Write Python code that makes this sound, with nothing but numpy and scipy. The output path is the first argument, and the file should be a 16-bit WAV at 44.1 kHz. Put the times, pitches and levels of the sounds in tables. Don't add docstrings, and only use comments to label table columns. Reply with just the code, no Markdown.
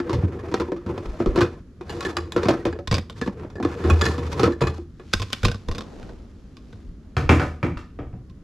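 import sys
import numpy as np
from scipy import signal
from scipy.fft import rfft, irfft, next_fast_len
from scipy.io import wavfile
from scipy.ndimage import uniform_filter1d

SR = 44100
rng = np.random.default_rng(int(sys.argv[2]) if len(sys.argv) > 2 else 0)


def log_audio(samples):
    frames = np.atleast_2d(samples).T
    limited = np.clip(frames, -1, 1)
    pcm = np.round(limited * 32767).astype(np.int16)
    wavfile.write(sys.argv[1], SR, pcm)


N = 371763

ZONE_EDGES_HZ = [48, 180, 650, 2200, 6000, 15000]
# pitch_hz, level_db (per Hz)
AIR_COLOUR = [(15, -24.5), (25, -8), (58, 5), (133, -3.5), (239, -2), (464, -18.5), (831, -36),
              (1240, -29.5), (2340, -40), (7140, -46), (8600, -50.5), (10600, -50), (12800, -57),
              (14200, -70.5)]
AIR_DB = -42
# time_s, rumble_db
HAND_TREMOR = [(0, -48), (5.6, -52), (6.1, -46), (8.43, -46.5)]
# start_s, length_s, rumble_db
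HAND_JOLTS = [(1.075, 0.024, -22.5), (1.272, 0.044, -16), (2.9, .02, -23), (5.154, 0.027, -22),
              (5.443, 0.023, -16), (5.687, .02, -18.5), (5.98, 0.24, -38.5), (6.854, 0.049, -31.5),
              (7.27, .02, -21), (7.45, .02, -35), (7.76, .03, -31.5), (7.997, .15, -38)]
JOLT_RISE_S, JOLT_FALL_S = 0.065, 0.22
# start_s, level_db, weight_db, hardness_db,
# looseness (factor on the length, held to 0.3-3), ring_pitch_hz, hollow_pitch_hz
TUB_BUMPS = [(0.001, -19.5, -25, 1, 0.16, 700, 350), (0.095, -17.5, -22, 2.5, 1, 1010, 350),
             (0.13, -23.5, 6, 11.5, 1, 910, 342), (0.18, -38.5, 24.5, -2, .5, 956, 318),
             (0.234, -22, 12, -13, 0.92, 640, 303), (0.435, -33, -13, -6, 0.82, 1010, 471),
             (0.515, -25, -16, 2, 1, 1010, 312), (0.541, -16, -13, 8.5, 0.28, 764, 417),
             (0.599, -19.5, -8, 6.5, 0.66, 880, 460), (0.615, -21, -29, -1, .35, 1020, 358),
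             (0.684, -23.5, -17, -19, .8, 930, 372), (0.719, -19.5, -15, -4.5, .35, 1000, 366),
             (0.764, -30.5, -13, 0.5, 0.83, 1220, 357), (0.863, -29.5, 5.5, 2, 0.73, 1030, 237),
             (0.893, -24, -1, -21, 0.34, 1010, 347), (0.978, -28, -1, 7, 0.43, 1080, 477),
             (1.057, -32, -5, 6.5, 0.5, 705, 328), (1.202, -14, -12.5, -9.5, 0.94, 660, 336),
             (1.26, -15, -6, -3, 0.19, 1220, 354), (1.359, -19, -15, 8.5, 1, 640, 415),
             (1.376, -11, -14, -4, 0.34, 673, 360), (1.387, -16, -15, 3, 0.7, 660, 365),
             (1.408, -13.5, -17, 7, .5, 680, 300), (1.415, -12.5, -2, 7, 0.93, 1490, 375),
             (1.81, -29.5, -28, 1, 0.58, 790, 378), (2.027, -35.5, -18, 19, 1, 1590, 318),
             (2.363, -12, -12.5, 0.5, 1, 1370, 331), (2.432, -20.5, -10, 9.5, 1, 670, 460),
             (2.456, -16.5, -8, -0.5, 1, 730, 445), (2.485, -11, -8.5, 9, 1, 660, 585),
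             (2.504, -13.5, -9, -2, .6, 680, 316), (2.538, -18, -12, -4, 0.39, 700, 337),
             (2.653, -16.5, -12, 5.5, 0.53, 910, 643), (2.666, -18.5, -5, 0, 0.96, 620, 322),
             (2.789, -28, -5, -0.5, .45, 730, 355), (3.214, -21, -11, 9, 0.52, 1720, 456),
             (3.262, -27, 0, 3, .8, 1080, 486), (3.275, -23, 3, 1.5, 0.34, 900, 218),
             (3.448, -29.5, -22, -13, 0.28, 640, 317), (3.501, -46, 6, 14, .5, 1440, 345),
             (3.6, -21, -10, -8.5, 0.27, 810, 326), (3.627, -24.5, 1, 9, .5, 1060, 270),
             (3.649, -12, -9.5, -3.5, 0.32, 1120, 296), (3.849, -16.5, -8, -5, 1, 740, 398),
             (4.18, -25.5, -14, 7.5, 0.86, 795, 252), (4.318, -33.5, -14, 16.5, 1, 1080, 320),
             (4.395, -18.5, -7, 12.5, 1, 800, 415), (4.432, -11.5, -1, 9, 1, 1330, 470),
             (4.477, -11.5, -29, -21, 0.85, 1110, 337), (4.615, -14, 0, 4, 0.64, 990, 437),
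             (4.783, -28, -14, -19, 0.45, 805, 340)]
# pitch_hz, width_hz, gain_db (over the plain contact)
TUB_RESONANCES = [(85.2, 17.7, 23.5), (125, 26, 6.5), (190, 38, 6), (267, 64, 9.5), (347.7, 25.3, 13.5),
                  (383.6, 16, 4), (478, 29, 12), (566, 14, 7.5), (746, 30, 5.5), (942, 43, 4.5),
                  (1060, 145, 7.5), (1302, 100, 6), (1550, 56, 3.5), (1728, 28, 5.5), (2490, 54, 5.5),
                  (3520, 26, 8), (4390, 39, 5), (4530, 42, -8)]
# start_s, length_s, level_db, weight_db, hardness_db
PLASTIC_DRAGS = [(0.08, 0.16, -25, -8.5, -8), (0.298, 0.36, -29, -4.5, -5.5),
                 (0.888, 0.1, -27.5, -13, -6.5), (1.058, 0.23, -33.5, -12, 4.5),
                 (1.304, 0.15, -23.5, -19, -6), (1.518, .04, -39.5, -1, 4), (1.923, 0.051, -31.5, -5, 10.5),
                 (2.05, 0.055, -28, -17, 7), (2.387, 0.22, -25, -20, -3), (3.19, .08, -45.5, 10, 18),
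                 (3.377, 0.064, -32, -2, -8), (3.702, 0.1, -27.5, -6.5, 1), (3.846, 0.094, -21.5, -4, 3),
                 (4.038, 0.068, -22.5, -5, 11), (4.2, 0.076, -25, 0, 1.5), (4.308, 0.062, -28, 0, 10),
                 (4.413, 0.055, -15.5, -4.5, -1), (4.676, 0.027, -36, 8, 12), (4.747, .03, -45, 8, 13.5)]
DRAG_RISE_S, DRAG_FALL_S = 0.24, 0.25
SCRAPE_DB, HISS_DB = -8.5, -25.5
# start_s, length_s, level_db
PILE_SHIFTS = [(0, 1.4, -43.5), (1.874, 0.85, -38), (3.103, 1.4, -45.5)]
# start_s, level_db, weight_db, hardness_db, looseness (as above), ring_pitch_hz
LID_SNAGS = [(1.895, -36.5, 1, 9, 1.5, 2900), (2.007, -36.5, -6, 13, 0.4, 1095),
             (2.05, -24, -1.5, 2, 1.07, 1740), (2.105, -36, -3, -5, 1, 920),
             (2.168, -24.5, -1, 7.5, .5, 1180), (2.321, -49.5, -9, 26, 0.29, 3730),
             (2.727, -28.5, -2, -9, .45, 1650), (3.555, -30.5, 0, -10.5, 1.2, 1750),
             (3.84, -25.5, 11, -8, 0.89, 1280), (3.9, -17, 6.5, 1, 0.56, 2480),
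             (4.012, -25.5, -4, 10, 0.36, 1210), (4.017, -24, 8.5, 10, 0.26, 1700),
             (4.054, -26.5, 9, 10, 0.62, 1730), (4.065, -22.5, 4, 4, 0.35, 1720),
             (4.142, -30, -6, -8, 0.47, 1180), (4.522, -35, 8, 0.5, .7, 1750),
             (4.608, -27, 0.5, 1, .9, 1240), (4.621, -23.5, 4.5, 1.5, 0.82, 2470),
             (4.67, -23, 0, 0, 0.69, 1200), (4.997, -36, -9, -11, 0.64, 1170)]
# pitch_hz, width_hz, gain_db
LID_RESONANCES = [(80.1, 3.6, 29), (344, 35, 15), (443, 27, 10.2), (823, 32, 7.6), (1100, 44, 10.7),
                  (1387, 55, 8.8), (1724, 51, 12.4), (2110, 32, 3.5), (2505, 22, 12.2), (2920, 91, 8),
                  (3410, 49, 14), (3750, 56, 7), (4190, 54, 8), (4040, 54, 13), (4760, 120, 11.6),
                  (5270, 19, 10), (7120, 130, 11)]
# start_s, level_db, weight_db, hardness_db, looseness (as above), ring_pitch_hz
HAND_CLACKS = [(2.874, -31, 6.5, 8.5, 1, 1040), (2.913, -25.5, 13.5, 7.5, 1, 4800),
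               (2.926, -17.5, 5, -3, 1, 2210), (2.942, -23, -20, 8, 0.94, 4760),
               (2.967, -27.5, 9, -1, 1, 980), (2.982, -25, -8, 1, 0.68, 950),
               (3.098, -35.5, -4, 4.5, 0.9, 3060), (5.132, -36.5, 3, 16, .7, 1600),
               (5.136, -18.5, -0.5, 10, 0.47, 1533), (5.198, -30, 9.5, 3, 0.77, 1030),
               (5.219, -28.5, -11, 6, 0.81, 1010), (5.226, -36, 11.5, 7, 0.83, 1000),
               (5.303, -35.5, -3, -2, 0.71, 1030), (5.325, -43, -2, 12, .5, 1490),
               (5.33, -31, 0.5, 17, 0.4, 3100), (5.432, -21, 9, -2, 1, 1410), (5.446, -27, 0, 6, 0.7, 1560),
               (5.451, -16, 1, 4, 0.84, 1160), (5.483, -22.5, 1, -1.5, 0.67, 1510),
               (5.515, -31, 5, 4.5, 0.53, 1540), (5.545, -29.5, 1, -5, 1, 1130),
               (5.686, -22, 1, -7.5, 0.61, 950), (5.714, -29, -3, 0, 1, 1140),
               (5.749, -35, 5.5, 5, 1, 1140), (5.782, -28.5, 0, 2.5, 0.74, 1100),
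               (5.808, -30.5, -2, -1, 1, 1150), (6.029, -39.5, 3, -5, .8, 1500),
               (6.092, -33, -2.5, -12.5, .9, 923), (6.569, -50, -3, 9.5, .6, 1120),
               (6.728, -40, 5, -6, 1, 1390), (8.298, -50.5, 14, -0.5, 1, 1060)]
# pitch_hz, width_hz, gain_db
CLIP_RESONANCES = [(94.3, 13.2, 21.2), (219, 38, 3.6), (343, 180, 8.4), (471, 22, 6.4), (1057, 34, 11.4),
                   (1190, 170, 7.6), (1523, 140, 9.5), (1890, 61, 4.4), (2494, 300, 4.3), (3470, 45, 2.7),
                   (3650, 230, 7.2), (4990, 64, 5.8), (7700, 160, 6.7), (10830, 900, 2.7)]
# start_s, length_s, swish_db, rustle_db
CLOTH_BRUSHES = [(5.163, 0.31, -46, -46.5), (5.76, 0.31, -29, -53), (6.197, 0.43, -47.5, -64),
                 (6.678, 0.14, -44, -61), (7.051, 0.12, -46, -69.5)]
BRUSH_RISE_S, BRUSH_FALL_S = 0.61, 0.89
# start_s, level_db, weight_db, hardness_db, looseness (as above), ring_pitch_hz
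DOOR_HITS = [(7.167, -28, 12, 14, 0.51, 1870), (7.186, -29, -16, -6, 1.2, 890),
             (7.292, -13.5, 3, 7, 1, 1170), (7.397, -22, -4, 4, 1.1, 1240), (7.417, -26, -6, 2, 0.54, 1230),
             (7.629, -18, -0.5, -5.5, 1.01, 1200), (7.772, -42.5, -4, 15, 0.44, 1240),
             (7.989, -28.5, -2, -14.5, 1.17, 765), (8.128, -42.5, 8.5, -16, 0.65, 760)]
# pitch_hz, width_hz, gain_db
DOOR_RESONANCES = [(77, 6.7, 23), (124, 27.3, 11.5), (177, 14, 7), (242, 23, 6), (307.4, 34, 13),
                   (478, 15, 10), (585, 15, 3.5), (745, 16, 8.5), (954, 28, 8), (1230, 73, 7.5),
                   (1473, 50, 7), (1980, 84, -3), (2330, 230, 4.5), (2690, 110, 5), (3230, 170, 3.5),
                   (3950, 290, 1.5), (4800, 120, 3.5)]
ZONE_SPREAD_DB = [-43, -23.5, -9.5, -9, -10.5]
SNAP_EXTRA_DB = [4, 0.5, 3.5, 2, -4]
ZONE_HARDNESS = [0.017, 0.029, 0.61, 1.025, 1.05]
SPOT_DB = 2.5
KITCHEN_T60_S = [0.35, 0.24, 0.29, 0.3, 0.28]
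LEFT_LAG_MS = 0.01
# pitch_hz, width_hz, gain_db
LEFT_PORT_COLOUR = [(476, 210, 1.27), (2180, 1300, -1.5), (11500, 5000, 2.5)]
CUTOFF_HZ = 14400


def from_db(db):
    return 10 ** (np.asarray(db) / 20)


def rms_one(x):
    return x / np.sqrt(np.mean(x ** 2) + 1e-20)


def band(x, low_hz, high_hz):
    return signal.sosfilt(signal.butter(3, [low_hz, high_hz], "band", fs=SR, output="sos"), x)


def soften(x, corner_hz):
    return signal.sosfilt(signal.butter(2, corner_hz, fs=SR, output="sos"), x)


def dying(t, t60):
    return np.exp(-np.log(1000) * t / t60)


def body(x, modes):
    hz, width, db = np.transpose(modes)
    a = np.pi * width / SR
    c = -2 * np.cos(2 * np.pi * hz / SR)
    g = from_db(db)
    sos = np.stack([1 + a * g, c, 1 - a * g, 1 + a, c, 1 - a], axis=1) / (1 + a)[:, None]
    return signal.sosfilt(sos, x)


def widen(pair, spread_db):
    shared, opposite = pair
    return shared + from_db(spread_db) * opposite * np.array([[1], [-1]])


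def lumps(shape, size):
    noise = rng.standard_normal(shape)
    return rms_one(uniform_filter1d(uniform_filter1d(noise, size), size))


def steady(x, size):
    return x / np.sqrt(uniform_filter1d(np.mean(x ** 2, axis=0), size) + 1e-12)


def swells(start_s, length_s, level_db, rise_s, fall_s):
    t = np.arange(0, N, 32) / SR
    power = 0
    for start, length, db in zip(start_s, length_s, level_db):
        rise = dying(np.maximum(start - t, 0), rise_s)
        fall = dying(np.maximum(t - start - length, 0), fall_s)
        power = power + (from_db(db) * rise * fall) ** 2
    return np.interp(np.arange(N) / SR, t, np.sqrt(power))


def air():
    hz = np.maximum(np.fft.rfftfreq(N, 1 / SR), 1)
    point_hz, point_db = np.transpose(AIR_COLOUR)
    colour = from_db(np.interp(np.log(hz), np.log(point_hz), point_db))
    spread_db = np.interp(np.log(hz), np.log([200, 4000]), [-20, -3])
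    spectrum = widen(rfft(rng.standard_normal((2, N))), spread_db) * colour
    return from_db(AIR_DB) * rms_one(irfft(spectrum, N))


def jostle():
    tremor = from_db(np.interp(np.arange(N) / SR, *np.transpose(HAND_TREMOR)))
    rumble = np.hypot(tremor, swells(*np.transpose(HAND_JOLTS), JOLT_RISE_S, JOLT_FALL_S))
    noise = band(widen(rng.standard_normal((2, N)), spread_db=-20), 22, 58)
    return from_db(-2.5) * rumble * steady(noise, size=2600)


def snap_and_rattle(looseness, t, t60s, snap_db, uneven_db, tail_db, tail_t60):
    count = len(looseness)
    contact = np.clip(looseness, .3, 3)[:, None, None]
    chatter = from_db(uneven_db * lumps((count, 1, len(t)), size=150) * np.minimum(t / 0.0097, 1))
    forces = []
    for t60, spread_db in zip(t60s, ZONE_SPREAD_DB):
        fade = (dying(t, t60 * contact) + from_db(tail_db) * dying(t, tail_t60)) * chatter
        fade = fade / np.linalg.norm(fade, axis=2, keepdims=True)
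        scatter = rng.standard_normal((count, 2, len(t))) * fade
        forces.append([widen(pair, spread_db) for pair in scatter])
    forces = np.array(forces)
    forces[..., 0] += from_db(snap_db + np.array(SNAP_EXTRA_DB))[:, None, None]
    return forces


def blows(rows, modes, hollow_hz, t60s, snap_db, uneven_db, tail_db, tail_t60, soft_hz,
          hollow_db, ring_db, ring_q, colour_db, pan_db):
    t = np.arange(int(SR * tail_t60)) / SR
    start_s, level_db, weight_db, hardness_db, looseness, ring_hz = np.transpose(rows)
    hollow_hz = np.broadcast_to(hollow_hz, len(rows))
    forces = snap_and_rattle(looseness, t, t60s, snap_db, uneven_db, tail_db, tail_t60)

    spots_db = SPOT_DB * rng.standard_normal((len(rows), len(modes)))
    for i, spot in enumerate(spots_db):
        common = [(hz, width, db + extra) for (hz, width, db), extra in zip(modes, spot)]
        own = [(hollow_hz[i], 42, hollow_db), (ring_hz[i], ring_hz[i] / ring_q, ring_db)]
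        forces[:, i] = body(forces[:, i], common + own)

    zone_db = [level_db + db + share * hardness_db for db, share in zip(colour_db, ZONE_HARDNESS)]
    zone_db[0] = zone_db[0] + weight_db
    attack = int(.025 * SR)
    sounds = 0
    for k, force in enumerate(forces):
        part = band(soften(force, soft_hz), ZONE_EDGES_HZ[k], ZONE_EDGES_HZ[k + 1])
        strength = np.sqrt(np.mean(part[:, :, :attack] ** 2, axis=(1, 2)))
        sounds = sounds + part * (from_db(zone_db[k]) / strength)[:, None, None]

    out = np.zeros((2, N + len(t)))
    for s, sound in zip(start_s, sounds):
        start = int(s * SR)
        out[:, start:start + len(t)] += sound
    return out[:, :N] * from_db([[pan_db / 2], [-pan_db / 2]])


def tubs():
    bumps = np.array(TUB_BUMPS)
    return blows(bumps[:, :-1], TUB_RESONANCES, hollow_hz=bumps[:, -1],
                 t60s=[0.16, 0.093, 0.14, 0.11, 0.08], snap_db=-10.5, uneven_db=2.0,
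                 tail_db=-16.0, tail_t60=.24, soft_hz=5000, hollow_db=10, ring_db=10.0, ring_q=11,
                 colour_db=[-3.5, -2.5, -13.5, -26.0, -36.5], pan_db=-0.24)


def friction(per_s, uneven_db, smooth_db, spread_db):
    sizes = from_db(uneven_db * np.minimum(rng.exponential(1, N), 4))
    slips = (rng.random(N) < per_s / SR) * sizes * rng.standard_normal((2, N))
    hiss = from_db(smooth_db) * rng.standard_normal((2, N))
    return widen(rms_one(slips) + hiss, spread_db)


def squeaks(low_hz, high_hz, width_hz, patchy_db, count):
    out = 0
    r = np.exp(-np.pi * width_hz / SR)
    for hz in np.geomspace(low_hz, high_hz, count):
        poles = [1, -2 * r * np.cos(2 * np.pi * hz / SR), r * r]
        tone = signal.lfilter([1, 0, -1], poles, rng.standard_normal(N))
        patches = from_db(patchy_db * np.clip(lumps(N, size=1200), -2, 2))
        out = out + tone * patches * low_hz / hz
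    return rms_one(out)


def drag_gain(extra_db):
    start_s, length_s, level_db, _, _ = np.transpose(PLASTIC_DRAGS)
    shifting = swells(*np.transpose(PILE_SHIFTS), DRAG_RISE_S, DRAG_FALL_S)
    return np.hypot(shifting, swells(start_s, length_s, level_db + extra_db, DRAG_RISE_S, DRAG_FALL_S))


def sliding():
    _, _, _, weight_db, hardness_db = np.transpose(PLASTIC_DRAGS)
    boom, rub = drag_gain(weight_db), drag_gain(0)
    scrape, hiss = drag_gain(0.43 * hardness_db), drag_gain(hardness_db)
    slip = rms_one(from_db(3.5 * np.clip(lumps(N, size=520), -2, 1.6)))
    low = body(friction(per_s=300, uneven_db=2, smooth_db=-4.5, spread_db=-37.0), TUB_RESONANCES)
    high = body(slip * friction(per_s=400, uneven_db=3.5, smooth_db=7, spread_db=-7), TUB_RESONANCES)

    shelf = from_db(-1.5) * steady(body(band(low, 64, 150), [(80.2, 8.7, 4.9)]), size=2600)
    drone = squeaks(335, 480.6, width_hz=11.0, patchy_db=6.5, count=4)
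    walls = from_db(-7.0) * rms_one(band(low, 160, 620)) + from_db(-8.5) * drone
    singing = slip * squeaks(620, 1900, width_hz=52, patchy_db=17.5, count=12)
    rims = from_db(-5.0) * rms_one(band(high, 580, 2200)) + from_db(-8.5) * singing
    edges = rms_one(soften(band(high, 3300, 14000), corner_hz=4920))
    return boom * shelf + rub * walls + from_db(SCRAPE_DB) * scrape * rims + from_db(HISS_DB) * hiss * edges


def lid_catches():
    return blows(LID_SNAGS, LID_RESONANCES, hollow_hz=357,
                 t60s=[0.14, 0.3, 0.11, 0.052, 0.093], snap_db=-11.5, uneven_db=3.5,
                 tail_db=-21.5, tail_t60=.3, soft_hz=6000, hollow_db=3.5, ring_db=11.5, ring_q=18,
                 colour_db=[-7.0, -3.5, -4.0, -14.5, -20.5], pan_db=-0.2)


def clacks():
    return blows(HAND_CLACKS, CLIP_RESONANCES, hollow_hz=205,
                 t60s=[0.11, 0.11, 0.048, 0.064, 0.05], snap_db=-6.0, uneven_db=4.5,
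                 tail_db=-27, tail_t60=.24, soft_hz=6500, hollow_db=4, ring_db=9, ring_q=13,
                 colour_db=[-4.5, -7.0, -9, -11, -22.5], pan_db=-0.7)


def sleeves():
    start_s, length_s, swish_db, rustle_db = np.transpose(CLOTH_BRUSHES)
    swish = swells(start_s, length_s, swish_db, BRUSH_RISE_S, BRUSH_FALL_S)
    rustle = swells(start_s, length_s, rustle_db, BRUSH_RISE_S, BRUSH_FALL_S)
    cloth = friction(per_s=660, uneven_db=-1.5, smooth_db=2.0, spread_db=-7.5)
    low = rms_one(soften(band(cloth, 120, 1800), corner_hz=418))
    high = rms_one(soften(band(cloth, 1000, 13000), corner_hz=5200))
    return from_db(-12) * swish * low + from_db(-3) * rustle * high


def doors():
    return blows(DOOR_HITS, DOOR_RESONANCES, hollow_hz=340,
                 t60s=[0.24, 0.22, 0.11, 0.085, 0.29], snap_db=-10, uneven_db=2.5,
                 tail_db=-14.5, tail_t60=.42, soft_hz=4360, hollow_db=3.5, ring_db=1.5, ring_q=7.9,
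                 colour_db=[0, -1.0, -4.5, -20.5, -30.5], pan_db=0.1)


def kitchen(x, first_echo_s):
    t = np.arange(SR * 2 // 3) / SR
    echo = 0
    for k, t60 in enumerate(KITCHEN_T60_S):
        noise = widen(rng.standard_normal((2, len(t))), ZONE_SPREAD_DB[k] - 16.5)
        echo = echo + band(noise, ZONE_EDGES_HZ[k], ZONE_EDGES_HZ[k + 1]) * dying(t, t60)
    echo = echo * np.clip(t / first_echo_s - 1, 0, 1)
    return signal.fftconvolve(x, echo / np.linalg.norm(echo[0]), axes=1)[:, :N]


def from_the_right(x):
    size = next_fast_len(N + 64)
    delay = np.exp(-2j * np.pi * np.fft.rfftfreq(size, 1 / SR) * LEFT_LAG_MS / 1000)
    return np.stack([irfft(rfft(x[0], size) * delay, size)[:N], x[1]])


def scene():
    near = tubs() + lid_catches() + clacks()
    bangs = doors()
    room = kitchen(from_db(-19) * near + from_db(-6.5) * bangs, first_echo_s=0.0058)
    return from_the_right(near + sliding()) + bangs + room + sleeves() + jostle() + air()


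def record(dry):
    ports = np.stack([body(dry[0], LEFT_PORT_COLOUR), dry[1]])
    coloured = body(ports, [(8850, 3000, -7), (11240, 710, -3.0), (13860, 3600, -10.5)])
    rounded = 1.428 * np.tanh(coloured / 1.769)
    return signal.sosfilt(signal.ellip(10, .3, 90, CUTOFF_HZ, fs=SR, output="sos"), rounded)


dry = scene()
out = record(dry)
log_audio(out)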